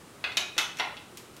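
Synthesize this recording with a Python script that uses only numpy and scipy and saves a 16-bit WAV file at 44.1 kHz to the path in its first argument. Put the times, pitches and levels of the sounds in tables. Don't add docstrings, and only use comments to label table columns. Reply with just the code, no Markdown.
import sys
import numpy as np
from scipy import signal
from scipy.fft import rfft, irfft, next_fast_len
from scipy.io import wavfile
from scipy.ndimage import uniform_filter1d, minimum_filter1d

SR = 44100
rng = np.random.default_rng(int(sys.argv[2]) if len(sys.argv) > 2 else 0)


def pcm_store(signal):
    levels = np.round(np.clip(np.atleast_2d(signal), -1, 1) * 32767)
    wavfile.write(sys.argv[1], SR, levels.astype(np.int16).T)


N = 61739


def amp(db):
    return 10 ** (np.asarray(db) / 20)


def along(points, hz):
    f, v = np.transpose(points)
    return np.interp(np.log(hz + 1), np.log(f + 1), v)


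def fade(t, t60):
    return np.exp(-np.log(1000) * t / t60)


def soft_start(t, rise_s):
    return 1 - np.exp(-t / rise_s)


def normed(x):
    return x / np.linalg.norm(x)


def below(hz, edge_hz, steep):
    return 1 / (1 + (hz / edge_hz) ** steep)


def coloured(x, gain):
    m = 2 * next_fast_len(len(x))
    log_gain = np.log(np.maximum(gain(np.fft.rfftfreq(m, 1 / SR)), 1e-6))
    cepstrum = irfft(log_gain, m)
    cepstrum[1:m // 2] *= 2
    cepstrum[m // 2 + 1:] = 0
    response = np.exp(rfft(cepstrum))
    return irfft(rfft(x, m) * response, m)[:len(x)]


EVEN_HZ = 70


def even(x):
    power = np.abs(uniform_filter1d(np.abs(rfft(x)) ** 2, int(EVEN_HZ * len(x) / SR)))
    relative_power = power / power.mean()
    hz = np.fft.rfftfreq(len(x), 1 / SR)
    return coloured(x, lambda f: np.interp(f, hz, relative_power) ** -.5)


def add(track, s, x):
    part = track[max(round(s * SR), 0):][:len(x)]
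    part += x[:len(part)]


def burst(spectrum, t60, t):
    noise = even(rng.standard_normal(len(t)) * fade(t, t60))
    return normed(coloured(noise, lambda f: amp(along(spectrum, f))))


def ring(modes, t):
    out = np.zeros(len(t))
    for hz, db, t60 in modes:
        level = amp(db + rng.normal(0, 1))
        tone = np.sin(2 * np.pi * (hz * t + rng.random()))
        out += level * normed(tone * fade(t, t60))
    return out


# (frequency [Hz], relative level [dB per Hz])
AIR_SPECTRUM = [(25, -18), (55, -9.5), (100, -2), (270, -2.5), (380, -3), (600, -8.5), (900, -11.5),
                (1200, -8.5), (1700, -14), (4000, -19), (5500, -21.5), (7500, -21), (9500, -21.5),
                (12500, -29), (15800, -31.5)]
AIR_DB = -51


def air():
    noise = rng.standard_normal(N + SR // 2)
    x = coloured(noise, lambda f: amp(along(AIR_SPECTRUM, f)))[-N:]
    return amp(AIR_DB) * x / x.std()


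# (frequency [Hz], time to fall by 60 dB [s])
ROOM_DECAY = [(200, 0.55), (1000, 0.48), (3000, 0.43), (6000, 0.37), (12000, 0.24)]
# (frequency [Hz], relative level [dB])
ROOM_TONE = [(200, 0.5), (900, 6), (3000, 1.65), (6000, -1.5), (12000, -2)]
ROOM_DB, ROOM_DELAY_S, ROOM_BUILD_S = -0.81, .004, 0.0012
FLOOR_DELAY_S, FLOOR_DB, FLOOR_DULL_HZ = 0.0059, -4.5, 6500


def workshop(x, room_db):
    hz, s, z = signal.stft(rng.standard_normal(len(x)), SR, nperseg=256)
    decay = fade(s, along(ROOM_DECAY, hz)[:, None])
    tail = signal.istft(z * decay, SR, nperseg=256)[1][:len(x)]
    tail = normed(even(tail * soft_start(np.arange(len(x)) / SR, ROOM_BUILD_S)))
    tail = coloured(tail, lambda f: amp(along(ROOM_TONE, f)))
    echo = coloured(x, lambda f: below(f, FLOOR_DULL_HZ, 7.8) ** .5)
    out = x.copy()
    add(out, FLOOR_DELAY_S, amp(FLOOR_DB) * echo)
    add(out, ROOM_DELAY_S, amp(room_db) * signal.fftconvolve(x, tail))
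    return out


# (frequency [Hz], relative level [dB per Hz])
CLACK_SPECTRUM = [(120, -28.5), (300, -13), (550, -10), (950, -6.5), (1250, -6.5), (1800, -3.5),
                  (2450, 0.5), (3100, -1), (3700, -2.5), (4800, -8.5), (6300, -5), (8800, -16.5),
                  (12000, -16.5), (15500, -38)]
CLACK_DB, CLACK_T60_S = 2, 0.032


def clack(t):
    return amp(CLACK_DB) * burst(CLACK_SPECTRUM, CLACK_T60_S, t)


# (frequency [Hz], relative level [dB per Hz])
SNAP_SPECTRUM = [(500, -14), (1400, -2.5), (2600, 7.5), (4500, 5), (7000, 6.5), (9500, 1.5), (13000, 2.5),
                 (15500, -6)]


def snap(t60, t):
    return burst(SNAP_SPECTRUM, t60, t)


RING_DB = -4
# (frequency [Hz], relative level [dB], time to fall by 60 dB [s])
AXLE_MODES = [(351, -25.5, 0.047), (566, -19.5, 0.034), (734.6, -21, 0.074), (1416, -11, 0.031),
              (2020, -15, 0.13), (2112, -9.5, 0.053), (2501.5, -9.5, .065), (2550, -9, 0.038),
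              (2683, 0, 0.017), (2973, -6, 0.043), (3404, -6.5, 0.043), (3695, -1, 0.023),
              (4357, -6.5, 0.019), (5940, -9, 0.054)]


def axle_ring(t):
    return amp(RING_DB) * ring(AXLE_MODES, t)


# (frequency [Hz], relative level [dB], time to fall by 60 dB [s])
SPANNER_MODES = [(5603, -7.5, .02), (8460, -23, 0.017), (9200, -30, 0.061), (11080, -25, 0.011)]


def spanner_ring(spanner_db, t):
    return amp(RING_DB + spanner_db) * ring(SPANNER_MODES, t)


THUD_EDGE_HZ, MIDDLE_EDGE_HZ = 920, 2494
THUD_STEEP, MIDDLE_STEEP, TREBLE_STEEP = 3, 30, 17


def contact_tone(hz, thud_db, middle_db, treble_db, edge_hz):
    thud = below(hz, THUD_EDGE_HZ, THUD_STEEP)
    middle = (1 - thud) * below(hz, MIDDLE_EDGE_HZ, MIDDLE_STEEP)
    treble = 1 - below(hz, edge_hz, TREBLE_STEEP)
    return amp(thud_db * thud + middle_db * middle + treble_db * treble)


BLOW = np.sqrt(SR * .005)
SNAP_DB, SNAP_T60_S = -9.5, 0.0093
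SPANNER_ROOM_DB = -5
# (time [s], level before tone and rise [dB], thud [dB], middle [dB],
# treble [dB], treble edge [Hz], spanner ring [dB], rise [s])
CONTACT_LIST = [(0.2403, -26, 4.5, 3.5, -15.5, 5300, -24, 0.0016), (.319, -40, -17, 2, -10, 6000, 0, .001),
                (0.3702, -18.5, -3, -7.5, -2, 4640, -7, 0.00079), (.565, -42.5, 19, 5, -2, 5000, 0, 0.0031),
                (.5798, -20, -3.5, -.5, 0.5, 5100, 2, 0.00054), (0.769, -45.5, -7, 2, 7, 4500, -5, 0.0016),
                (0.786, -35, -11, 6, 2, 5060, 0, 0.0029), (0.7916, -38, 15, -3, -20, 4400, -1, 0.0012),
                (0.7971, -22.5, 8.5, 8, -13.5, 5320, 14, 0.0026),
                (.968, -41.5, -13, -10, -15.5, 5800, -10, 0.00065)]


def clinks():
    out, t = np.zeros(N), np.arange(SR * 3 // 5) / SR
    for s, db, thud_db, middle_db, treble_db, edge_hz, spanner_db, rise_s in CONTACT_LIST:
        bicycle = clack(t) + amp(SNAP_DB) * snap(SNAP_T60_S, t) + axle_ring(t)
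        spanner = spanner_ring(spanner_db, t)
        for part, room_db in (bicycle, ROOM_DB), (spanner, SPANNER_ROOM_DB):
            struck = coloured(part * soft_start(t, rise_s),
                              lambda f: contact_tone(f, thud_db, middle_db, treble_db, edge_hz))
            add(out, s, BLOW * amp(db) * workshop(struck, room_db))
    return out


BUMP_HZ, BUMP_RISE_S = 380, 0.0022
# (time of the peak [s], level [dB])
BUMP_LIST = [(1.127, -44), (1.231, -48), (1.297, -49.5), (1.385, -50.5)]


def bumps():
    out, t = np.zeros(N), np.arange(SR // 2) / SR
    u = t / BUMP_RISE_S
    swell = u * np.exp(1 - u)
    knock = swell * np.sin(2 * np.pi * BUMP_HZ * t)
    for s, db in BUMP_LIST:
        add(out, s - BUMP_RISE_S, amp(db) * workshop(knock, ROOM_DB))
    return out


TICK_T60_S = 0.04
# (time [s], level [dB])
TICK_LIST = [(1.1723, -40.5), (1.366, -48.5)]


def ticks():
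    out, t = np.zeros(N), np.arange(SR // 2) / SR
    for s, db in TICK_LIST:
        add(out, s, BLOW * amp(db) * workshop(snap(TICK_T60_S, t), ROOM_DB))
    return out


def scene():
    return (clinks() + ticks() + bumps() + air())[None]


LIMIT_DB, LIMIT_HOLD_S = -10.3, .003
TOP_HZ = 15850


def record(dry):
    size = int(LIMIT_HOLD_S * SR) + 1
    needed = 1 / np.maximum(np.abs(dry) / amp(LIMIT_DB), 1)
    gain = uniform_filter1d(minimum_filter1d(needed, size), size)
    m = next_fast_len(N + SR // 2)
    kept = np.fft.rfftfreq(m, 1 / SR) < TOP_HZ
    return irfft(rfft(dry * gain, m) * kept, m)[:, :N]


dry = scene()
out = record(dry)
pcm_store(out)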